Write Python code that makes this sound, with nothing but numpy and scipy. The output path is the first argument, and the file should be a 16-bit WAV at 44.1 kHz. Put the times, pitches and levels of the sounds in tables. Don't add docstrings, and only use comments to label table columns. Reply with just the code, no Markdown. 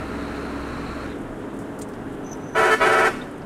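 import sys
import numpy as np
from scipy import signal
from scipy.fft import rfft, irfft
from scipy.io import wavfile
from scipy.ndimage import uniform_filter1d

SR = 44100
rng = np.random.default_rng(int(sys.argv[2]) if len(sys.argv) > 2 else 0)


def output_pcm(signal):
    pcm = np.clip(np.atleast_2d(signal).T, -1, 1) * 32767
    wavfile.write(sys.argv[1], SR, np.round(pcm).astype(np.int16))


N = 152145
TOP_HZ = 15700


def undb(db):
    return 10 ** (np.asarray(db) / 20)


def unit(x):
    return x / np.sqrt(np.mean(x ** 2))


def colour(x, points):
    hz, db = np.array(points).T
    f = np.maximum(np.fft.rfftfreq(2 * N, 1 / SR), 1)
    gain = undb(np.interp(np.log(f), np.log(hz), db))
    return irfft(rfft(x, 2 * N) * gain)[..., :N]


def band(hz, octaves):
    f = np.maximum(np.fft.rfftfreq(N, 1 / SR), 1)
    bell = np.exp(-.5 * (np.log2(f / hz) / octaves) ** 2)
    return unit(irfft(rfft(rng.standard_normal(N)) * bell, N))


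def wobble(per_s):
    hold = max(int(SR / per_s), 1)
    steps = np.repeat(rng.standard_normal(N)[:N // hold + 1], hold)
    return unit(uniform_filter1d(steps, hold)[:N])


def lag(x, seconds):
    pole = np.exp(-1 / (seconds * SR))
    return signal.lfilter([1 - pole], [1, -pole], x)


def reverb(x, t, t60):
    tail = unit(rng.standard_normal(N) * 1000 ** (-t / t60)) / np.sqrt(N)
    return signal.fftconvolve(x, tail)[:N]


# (start [s], end [s], air supply [dB])
PRESSES = [(2.544, 2.741, 1), (2.794, 3.078, 1)]
# (time [s], position [turns])
VALVE_TURNS = [(2.54, -2.75), (2.700, -.3), (2.712, -.05), (2.775, .02), (2.795, .52), (2.838, .6),
               (2.862, 1), (3.055, 4), (3.1, 4.45)]
# (nominal pitch [Hz], harmonics 1 to 7 [dB each], upper harmonics [dB])
TRUMPETS = [ (325.8, -34, -26.5, -29, -24, -47, -31.5, -35.5, -47.5),
            (366.6, -26, -29, -27.5, -30, -38, -34, -35.5, -48),
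            (390.6, -23, -24, -30, -23.5, -27, -30.5, -39, -38),
            (443, -22.5, -30.5, -20, -24.5, -36, -38.5, -36, -40.5),
            (493, -32.5, -33, -21, -45, -38, -49, -43.5, -53.5),
            (575.8, -29, -24.5, -37, -39.5, -34.5, -58, -48, -58)]
PORTS = [(.59, .7, .3, .04, .007), (.22, .48, .45, .025, .06), (.15, .29, .37, .06, .03),
         (-.05, .48, .41, .06, .017), (.56, .71, .13, -.06, 0), (.57, .51, .16, -.04, .018)]
# (frequency [Hz], gain [dB])
BRASS_EQ = [(3100, -6), (3300, -14), (3500, -3.5), (3750, -12), (4400, -7), (5000, -11), (8000, -18),
            (11000, -12.5), (15500, -25)]
# (frequency [Hz], gain [dB])
AIR_EQ = [(300, -4.5), (1400, 10), (2600, -6), (4500, -15.5), (9000, -14), (15000, -30)]


def air_horn(t, attack_s=.0058, release_s=.0086, sag=.016, stall_turns_per_s=8, flare_db=3.5):
    presses = sum(undb(db) * ((t > start) & (t < end)) for start, end, db in PRESSES)
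    supply = lag(presses, attack_s)
    live = t > PRESSES[0][0]
    turns = np.interp(t, *np.array(VALVE_TURNS).T)
    slowness = np.exp(-(np.gradient(turns, t) / stall_turns_per_s) ** 2)
    stall = lag(slowness * supply, attack_s)
    flare = undb(flare_db * stall[live])
    brass = np.zeros(N)
    for (hz, *low_db, high_db), (place, opening, leak, bend, drop) in zip(TRUMPETS, PORTS):
        offset = (turns - place + .5) % 1 - .5
        valve = np.maximum(np.exp(-(2 * offset / opening) ** 4), leak)
        valve_ahead = np.interp(t + release_s, t, valve)
        pressure = lag(supply * undb(1.2 * wobble(19)) * valve_ahead, release_s)
        jitter = .004 * wobble(60) + .003 * wobble(900)
        pitch = hz * (1 + sag * (pressure - 1) + bend * offset - drop * stall + jitter)
        phase = 2 * np.pi * (np.cumsum(pitch[live]) / SR + rng.random())
        body = pressure[live]
        bite = flare * body ** 1.21
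        upper_hz = hz * np.arange(len(low_db) + .5, TOP_HZ // hz)
        upper_db = high_db + np.interp(upper_hz, *np.array(BRASS_EQ).T)
        for k, db in enumerate(np.r_[low_db, upper_db], 1):
            brass[live] += undb(db) * (bite if k > 3 else body) * np.sin(k * phase)
    surge = 1 + .33 * np.cos(2 * np.pi * (turns - .1))
    hiss = unit(colour(rng.standard_normal(N), AIR_EQ)) * lag(supply, release_s) * surge
    return undb(.38) * brass + undb(-28.5) * hiss


# (frequency [Hz], gain [dB])
ROADSIDE_EQ = [(200, -4.5), (1500, -1.5), (4000, 5.5), (10000, 4), (15000, 4)]


def horn_echoes(blast, t):
    slap = reverb(blast, t, t60=.1)
    tail = colour(reverb(blast, t, t60=.69), ROADSIDE_EQ)
    return undb(-6.5) * slap + undb(-9.5) * tail


LIFT_S = 1.131
# (time [s], rate [firings/s])
FIRING_RATE = [(0, 70), (.6, 70.7), (1.1, 70.6), (1.25, 72), (1.42, 68), (1.7, 71), (2.1, 68.5),
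               (2.5, 65.5), (3.45, 62)]
# (order [multiple of crank rate], pulling [dB], coasting [dB])
ORDERS = [(7, -48.5, -50), (9, -50, -55.5), (10, -41.5, -48.5), (12, -36.5, -41.5), (14, -44.5, -47.5),
          (18, -47.5, -47), (27, -49, -50)]
# (frequency [Hz], gain [dB])
KNOCK_EQ = [(300, -10), (600, -1), (780, -14), (1050, 0.5), (1230, -1), (1340, 3.5), (1480, -1),
            (2000, -7.5), (2600, -10), (3500, -23), (9500, -29), (12000, -32), (15500, -33)]


def engine(t, lift_fade_s=.059, drone_hz=66.3, drone_db=-40, knock_db=-37.5):
    load = .5 - .5 * np.tanh((t - LIFT_S) / lift_fade_s)
    rate = np.interp(t, *np.array(FIRING_RATE).T) * (1 + .0054 * wobble(15))
    firings = np.cumsum(rate) / SR
    crank = firings / 3
    hum = np.zeros(N)
    for order, pull_db, coast_db in ORDERS:
        gain = undb(coast_db + (pull_db - coast_db) * load + 2 * wobble(12))
        hum += gain * np.sqrt(2) * np.sin(2 * np.pi * (order * crank + rng.random()))
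    throb = 1 + .18 * np.cos(2 * np.pi * firings) * (.5 + .5 * wobble(73.3))
    drone = undb(drone_db + wobble(11.6)) * np.sqrt(2) * np.sin(2 * np.pi * drone_hz * t)
    knock = undb(knock_db) * throb * unit(colour(rng.standard_normal(N), KNOCK_EQ))
    return hum + load * (drone + knock)


def turbo(t, whistle_hz=4085, width_hz=790, fall_hz_per_s=5000, lead_s=.083, level_db=-53.5):
    falling_s = np.clip(t - LIFT_S + lead_s, 0, .25)
    hz = whistle_hz * (1 + .0071 * wobble(5.1)) - fall_hz_per_s * falling_s
    phase = 2 * np.pi * np.cumsum(hz) / SR
    whistle = unit(wobble(width_hz) * np.cos(phase) + wobble(width_hz) * np.sin(phase))
    flutter_db = 2.2 * wobble(70)
    fade = .5 - .5 * np.tanh((t - LIFT_S) / .02 - 1)
    return whistle * undb(level_db + flutter_db) * fade


# (frequency [Hz], gain [dB])
ROAD_EQ = [(40, -9), (78, -17), (112, -6), (180, -8.5), (235, -6), (274, -1.5), (362, -9), (420, -8),
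           (620, -12.5), (800, -16.5), (1150, -17), (1600, -22.5), (4200, -42.5), (6000, -48), (8800, -43),
           (11500, -45), (15500, -53)]


def road_rumble(t, level_db=-33.5, flicker_db=.58, swell_db=.04, slope_db_per_s=-.78):
    centres_hz = 25 * 2. ** np.arange(10)
    bands = sum(np.sqrt(hz) * band(hz, .42) * undb(flicker_db * wobble(20)) for hz in centres_hz)
    gain = undb(level_db + swell_db * wobble(5) + slope_db_per_s * (t - t.mean()))
    return unit(colour(bands, ROAD_EQ)) * gain


# (time [s], level [dB], centre [Hz], width [octaves], attack [s], decay [s])
RATTLES = [(1.586, -48.5, 8400, 0.61, 0.0038, 0.024), (1.786, -40, 10860, .8, .005, 0.014),
           (1.811, -41.5, 5000, 1, 0.0056, 0.011), (1.819, -34.5, 8650, 0.56, 0.00089, 0.0027),
           (1.817, -36.5, 7950, 0.27, .003, 0.0092), (1.884, -47.5, 9850, .8, .005, .011),
           (1.933, -50, 3800, .8, 0.0041, 0.0068), (3.211, -42, 3700, 0.068, 0.0055, .011),
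           (3.309, -53, 9800, .35, .005, 0.008), (3.415, -55, 4700, 0.16, .005, 0.0078)]


def rattles(t, chatter_db=-67):
    chatter = band(hz=9000, octaves=.5) * undb(8 * np.minimum(wobble(120), 2))
    out = undb(chatter_db) * unit(chatter)
    for start, db, hz, octaves, attack, decay in RATTLES:
        age = np.maximum(t - start, 0)
        envelope = np.minimum(age / attack, 1) * np.exp(-np.maximum(age - attack, 0) / decay)
        out += undb(db) * band(hz, octaves) * envelope
    return out


# (time [s], level [dB])
SQUEAL_SWELLS = [(2.232, -72), (2.248, -49), (2.275, -50), (2.297, -51), (2.315, -42.5), (2.335, -42),
                 (2.36, -61.5), (2.54, -53.5), (2.64, -49)]


def metal_squeal(t, pitch_hz=6080, roughness=.028, octave_db=-15):
    phase = 2 * np.pi * np.cumsum(pitch_hz * (1 + roughness * wobble(3500))) / SR
    swell_db = np.interp(t, *np.array(SQUEAL_SWELLS).T, left=-np.inf, right=-np.inf)
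    grain_db = 3.2 * wobble(140)
    return undb(swell_db + grain_db) * (np.sin(phase) + undb(octave_db) * np.sin(2 * phase))


def scene():
    t = np.arange(N) / SR
    blast = air_horn(t)
    echoes = horn_echoes(blast, t)
    driving = engine(t) + turbo(t) + road_rumble(t) + rattles(t) + metal_squeal(t)
    return (blast + echoes + driving)[None]


# (frequency [Hz], gain [dB])
MIC_EQ = [(9000, 0), (11500, -5.5), (15500, -10.5)]


def record(dry):
    low_pass = signal.ellip(10, .2, 80, TOP_HZ, fs=SR, output="sos")
    return signal.sosfilt(low_pass, colour(dry, MIC_EQ))


dry = scene()
out = record(dry)
output_pcm(out)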